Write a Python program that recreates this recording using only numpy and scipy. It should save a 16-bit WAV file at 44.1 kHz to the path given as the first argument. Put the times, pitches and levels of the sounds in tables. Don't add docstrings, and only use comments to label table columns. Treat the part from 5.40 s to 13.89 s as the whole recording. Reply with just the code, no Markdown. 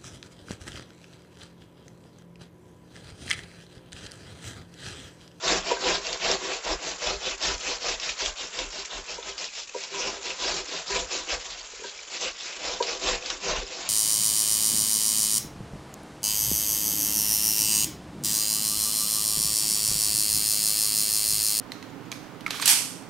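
import sys
import numpy as np
from scipy import signal
from scipy.fft import rfft, irfft, next_fast_len
from scipy.io import wavfile

SR = 44100
rng = np.random.default_rng(int(sys.argv[2]) if len(sys.argv) > 2 else 0)


def wrap_up_sound(samples):
    columns = np.atleast_2d(samples).T
    tamed = np.clip(columns, -1, 1)
    steps = np.round(tamed * 32767).astype(np.int16)
    wavfile.write(sys.argv[1], SR, steps)


N = 374409
T = np.arange(N) / SR
BAND_LIMIT_HZ = 7850

# middle_s, length_s, force_db (relative)
STROKES_AND_RUSTLE = [(0.118, 0.25, -26), (0.306, 0.19, -32), (0.497, 0.26, -27.5), (0.702, 0.22, -33),
                      (0.89, 0.21, -27), (1.095, 0.32, -34.5), (1.299, 0.18, -30), (1.477, 0.24, -34),
                      (1.683, .21, -29), (1.875, 0.21, -31.5), (2.079, 0.21, -28), (2.29, 0.24, -31),
                      (2.49, 0.22, -31), (2.668, .19, -31.5), (2.844, 0.19, -31.5), (3.02, 0.16, -35.5),
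                      (3.2, 0.22, -34), (3.376, 0.19, -38.5), (3.553, .16, -37.5), (3.723, 0.19, -39),
                      (3.873, .17, -39), (4.027, 0.17, -36.5), (4.178, .18, -37.5), (4.403, 0.19, -39.5),
                      (4.645, 0.38, -33), (4.879, .19, -35), (5.106, 0.34, -30), (5.347, 0.21, -32.5),
                      (5.56, 0.25, -30), (5.761, .22, -33.5), (5.922, .14, -31), (6.1, 0.42, -41),
                      (6.504, 0.72, -46.5), (6.748, 0.11, -35), (6.851, 0.16, -31), (7.066, 0.34, -38.5),
                      (7.287, 0.31, -35), (7.503, .22, -32.5), (7.693, .22, -28.5), (7.896, 0.28, -37),
                      (8.121, 0.28, -29.5), (8.423, 0.51, -39.5)]
# start_s, level_db (relative), pitch_hz
LOUD_SNAPS = [(0.079, -15, 3560), (0.668, -23, 4900), (0.729, -19.5, 4650), (0.914, -15.5, 5300),
              (2.027, -19.5, 5000), (2.599, -24.5, 5440), (2.692, -19, 2700), (2.86, -17.5, 3280),
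              (3.19, -19.5, 3420), (3.98, -23.5, 4960), (4.042, -21.5, 5200), (4.437, -23.5, 4900),
              (4.904, -20, 2560), (7.426, -18, 4250), (7.86, -23.5, 4770), (7.899, -26, 5670),
              (7.902, -17, 1490)]
# start_s, peak_db, highest_pitch_hz
KNOCKS_AND_SKID = [(0.3114, -11.5, 1080), (0.364, -26.5, 2130), (0.893, -21.5, 745), (3.781, -27, 1020),
                   (4.344, -22.5, 1000), (4.355, -24, 570), (6.329, -41, 450), (6.391, -39, 450),
                   (6.415, -35.5, 440), (6.439, -30, 1980), (6.446, -32, 400), (7.402, -12, 1100),
                   (8.223, -31, 400)]
# pitch_hz, level_db (relative), ring_s (time to fade 60 dB at damping 1)
BASIN_TONES = [(183, -18.5, 0.42), (276, -7, 0.13), (397, 1, .11), (469.4, 3, 0.046), (523, 2.5, 0.074),
               (602, -7.5, 0.1), (686.4, -11.5, 0.21), (711, -20, 0.13), (880, -15.5, .06),
               (967, 2.5, 0.067), (1030, -7, 0.032), (1330, -22.5, 0.029), (1540, -4.5, 0.19),
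               (1609, 1.5, 0.085)]
# pitch_hz, level_db (relative)
RASP_COLOUR = [(200, -35), (500, -6.5), (1000, -9.5), (1900, -5.5), (2650, 0), (3100, -2.5), (3700, -1),
               (4500, -2), (5250, -0.5), (6200, -4.5), (7400, -5), (8200, -15.5)]
# pitch_hz, level_db (relative)
RUB_COLOUR = [(70, -23.5), (120, -18.5), (180, -5), (250, -9), (400, -1), (700, 1.5), (1300, -6.5),
              (2000, -11.5), (4000, -19)]
# pitch_hz, level_db (relative)
SHUDDER_COLOUR = [(15, -22), (28, -9), (36, 4.5), (45, -4), (56, -0.5), (70, -13.5), (110, -26.5),
                  (250, -34)]
# pitch_hz, level_db (relative)
SPLASH_COLOUR = [(300, -20.5), (700, -12), (1400, -12.5), (2000, -2.5), (2600, -0.5), (3600, -2),
                 (5300, -1.5), (7200, 2.5), (8200, -6.5)]
# pitch_hz, level_db (relative)
DRUMMING_COLOUR = [(110, -26.5), (250, -17), (450, 3), (700, -1.5), (1000, 2.5), (1500, 3), (2500, -6.5)]
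# pitch_hz, level_db (relative)
KITCHEN_COLOUR = [(30, -3), (60, -4.5), (110, -12.5), (180, -9), (400, -4), (900, -17)]
# time_s, level_db
DRUMMING_LEVEL = [(0, -47), (4.0, -51), (4.12, -79), (4.28, -57), (4.42, -52.5), (6.1, -48.5),
                  (6.28, -53.5), (8.49, -52.5)]
# time_s, rub_passed_on_db
FRUIT_CONTACT = [(0, 0.5), (1.5, 0), (1.9, -4.5), (2.45, -3), (2.7, -8.5), (3.05, -7.5), (3.55, 0),
                 (4.03, -6), (4.15, -34.5), (4.45, -7), (4.7, -2), (5.35, -3.5), (6.1, -5.5), (6.55, -21.5),
                 (6.8, -7), (7.05, -11), (7.25, -0.5), (8.49, -2)]
# time_s, level_db
SHUDDER_OVER_FORCE = [(0, -17), (1.0, -14), (1.8, -7), (2.9, -13), (3.85, -8), (4.15, -35), (4.7, -19),
                      (5.55, -14.5), (6.1, -6.5), (6.8, -30), (7.6, -10), (8.49, -7)]

SNAPS_PER_S, SNAP_OVER_STROKE_DB, TUFT_LOW_HZ, TUFT_HIGH_HZ = 2.7, 5, 2500, 6160
TUFT_Q = 6
RETURN_RUB_DB, RETURN_SHUDDER_DB = -2.5, -10
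SECOND_TOUCH_S, SECOND_SHARE = 0.0021, 0.5


def gain_of(db):
    return 10 ** (np.asarray(db) / 20)


def evened(x):
    return x / np.sqrt(np.mean(x ** 2) + 1e-20)


def gain_over_time(points):
    times, db = np.transpose(points)
    return gain_of(np.interp(T, times, db))


def add(mix, s, sound):
    part = mix[round(s * SR):][:len(sound)]
    part += sound[:len(part)]


def coloured(x, points):
    size = next_fast_len(len(x))
    hz = np.fft.rfftfreq(size, 1 / SR)
    pitch, db = np.transpose(points)
    gain = gain_of(np.interp(np.log(hz + 1), np.log(pitch), db))
    top_cut = 1 + (hz / pitch[-1]) ** 20
    return irfft(rfft(x, size) * gain / top_cut, size)[:len(x)]


def wander(rate):
    slow_t = T[::32]
    slow_hz = np.fft.rfftfreq(len(slow_t), slow_t[1])
    noise = rfft(rng.standard_normal(len(slow_t)))
    slow = irfft(noise / (1 + (slow_hz / rate) ** 2), len(slow_t))
    return np.interp(T, slow_t, evened(slow))


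def clicks(per_s, spread_db):
    size = gain_of(spread_db * np.minimum(rng.exponential(1, N), 4))
    sign = rng.choice([-1., 1.], N)
    return size * sign * (rng.random(N) < per_s / SR)


def quiet_kitchen(level_db=-66):
    return gain_of(level_db) * evened(coloured(rng.standard_normal(N), KITCHEN_COLOUR))


def water_bubbles(bubbles_per_s=7, cycles=9, glide=0.041):
    bubbles = np.zeros(N)
    for hz in np.geomspace(2300, 7000, num=14):
        age = np.arange(int(2 * np.pi * cycles * SR / hz)) * hz / (cycles * SR)
        ping = np.exp(-age) * np.sin(2 * np.pi * cycles * age * (1 + glide * age / 2))
        bubbles += np.sqrt(hz) * signal.oaconvolve(clicks(bubbles_per_s, spread_db=6.0), ping)[:N]
    return evened(bubbles)


def tap_water(splash_db=-46, bubble_db=-54, waver_db=3.5):
    splash = evened(coloured(clicks(per_s=6000, spread_db=1.5), SPLASH_COLOUR))
    splash = splash * gain_of(waver_db * wander(rate=44))
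    drumming = evened(coloured(clicks(per_s=1500, spread_db=3.0), DRUMMING_COLOUR))
    drumming = drumming * gain_over_time(DRUMMING_LEVEL)
    return gain_of(splash_db) * splash + drumming + gain_of(bubble_db) * water_bubbles()


def reflections(x, wet_db=-10, t60=0.093, count=3):
    t, out = np.arange(SR // 4) / SR, np.zeros(N)
    paths = np.array([wander(rate=3.2) for _ in range(count)])
    for share in paths / np.linalg.norm(paths, axis=0):
        fade = np.exp(-np.log(1000) * t / t60) * (t > .001)
        echoes = clicks(per_s=2200, spread_db=-2.5)[:len(t)] * fade
        out += signal.oaconvolve(x * share, echoes / np.linalg.norm(echoes))[:N]
    return gain_of(wet_db) * out


def basin_modes(damping):
    t, rows = np.arange(SR // 4) / SR, []
    for k, (hz, db, t60) in enumerate(BASIN_TONES):
        fade = np.exp(-np.log(1000) * damping * t / t60)
        rows.append(gain_of(db) * fade * np.sin(2 * np.pi * hz * t) * (-1) ** k)
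    return np.array(rows)


def basin_ring(drive, damping=0.98, shift_db=10.0):
    ring = np.zeros(N)
    for mode in basin_modes(damping):
        feed = gain_of(shift_db * np.tanh(wander(rate=6.2)))
        ring += signal.oaconvolve(drive * feed, mode)[:N]
    return evened(ring) * np.std(drive)


def knocks_and_skid(damping=0.63, tilt=0.47, rock_s=0.00862, rock_share=0.31):
    out, ring = np.zeros(N), basin_modes(damping).sum(0)
    hz = np.fft.rfftfreq(len(ring), 1 / SR)
    second = 1 + SECOND_SHARE * np.exp(-2j * np.pi * hz * SECOND_TOUCH_S)
    rock = 1 + rock_share * np.exp(-2j * np.pi * hz * rock_s)
    struck = irfft(rfft(ring) * second * rock * hz ** tilt)
    for s, db, top_hz in KNOCKS_AND_SKID:
        blow = signal.butter(4, [top_hz / 4, top_hz], "bandpass", fs=SR, output="sos")
        knock = signal.sosfilt(blow, struck)[:SR // 5]
        add(out, s, gain_of(db) * knock / abs(knock).max())
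    return out


def stroke_level(lag, lean_db, return_db=0, sharpness=1.716):
    level = np.zeros(N)
    for k, (middle, length, force_db) in enumerate(STROKES_AND_RUSTLE):
        u = np.linspace(-.5, .5, max(round(length * SR), 2))
        db = force_db + lean_db * u + return_db * (k % 2)
        arch = abs(np.cos(np.pi * u)) ** sharpness * gain_of(db)
        level += np.interp(T, middle + lag + u * length, arch, 0, 0)
    return level


def lesser_snaps():
    force_db = 20 * np.log10(stroke_level(lag=0, lean_db=1.5) + 1e-6)
    at = np.flatnonzero(rng.random(N) < SNAPS_PER_S / SR)
    pitch = TUFT_LOW_HZ * (TUFT_HIGH_HZ / TUFT_LOW_HZ) ** rng.random(len(at))
    return list(zip(T[at], force_db[at] + SNAP_OVER_STROKE_DB, pitch))


def snaps(level_db=-10, crack_db=-1.5, crack_s=0.0027, length_s=0.049, broad_share=0.53):
    out, t = np.zeros(N), np.arange(SR // 10) / SR
    crack = gain_of(crack_db) * np.exp(-t / crack_s)
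    tail = gain_of(level_db) * np.exp(-np.pi * t / length_s)
    shape = np.maximum(tail, crack)
    for s, db, hz in list(LOUD_SNAPS) + lesser_snaps():
        volley = coloured(rng.standard_normal(len(t)), RASP_COLOUR)
        ringing = signal.lfilter(*signal.iirpeak(hz, TUFT_Q, fs=SR), volley)
        blend = broad_share * evened(volley) + (1 - broad_share) * evened(ringing)
        add(out, s, gain_of(db) * evened(blend) * shape)
    return out


def bristle_flicks(patch_db=3.0):
    size = next_fast_len(N)
    hz, centres = np.fft.rfftfreq(size, 1 / SR), np.linspace(0, BAND_LIMIT_HZ, 10)
    flicks = rfft(clicks(per_s=7000, spread_db=1.5), size)
    tufts = np.zeros(N)
    for centre in centres:
        pitch_range = np.maximum(1 - abs(hz - centre) / centres[1], 0)
        tufts += irfft(flicks * pitch_range, size)[:N] * gain_of(patch_db * wander(rate=13))
    return tufts


def scrubbing_and_rustle(rasp_db=1.54, rub_db=-1.72, ring_db=-4.0, bump_db=1.25):
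    scales = gain_of(bump_db * wander(rate=26))
    rasp = evened(coloured(bristle_flicks() * scales, RASP_COLOUR)) * stroke_level(lag=0, lean_db=-1.0)
    drag = evened(coloured(clicks(per_s=2600, spread_db=3.0) * scales, RUB_COLOUR))
    rub_level = stroke_level(lag=0.0078, lean_db=-5.5, return_db=RETURN_RUB_DB)
    rub = drag * gain_over_time(FRUIT_CONTACT) * rub_level
    push = stroke_level(lag=.034, lean_db=-1, return_db=RETURN_SHUDDER_DB)
    push = push * gain_over_time(SHUDDER_OVER_FORCE)
    shudder = evened(coloured(rng.standard_normal(N), SHUDDER_COLOUR)) * push
    return gain_of(rasp_db) * rasp + gain_of(rub_db) * rub + gain_of(ring_db) * basin_ring(rub) + shudder


def scene():
    echoing = scrubbing_and_rustle() + snaps() + tap_water()
    sound = echoing + reflections(echoing) + knocks_and_skid() + quiet_kitchen()
    return np.array([sound, sound])


def record(dry):
    low_pass = signal.firwin(201, BAND_LIMIT_HZ, window=("kaiser", 8), fs=SR)
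    return signal.oaconvolve(dry, low_pass[None], "same")


dry = scene()
out = record(dry)
wrap_up_sound(out)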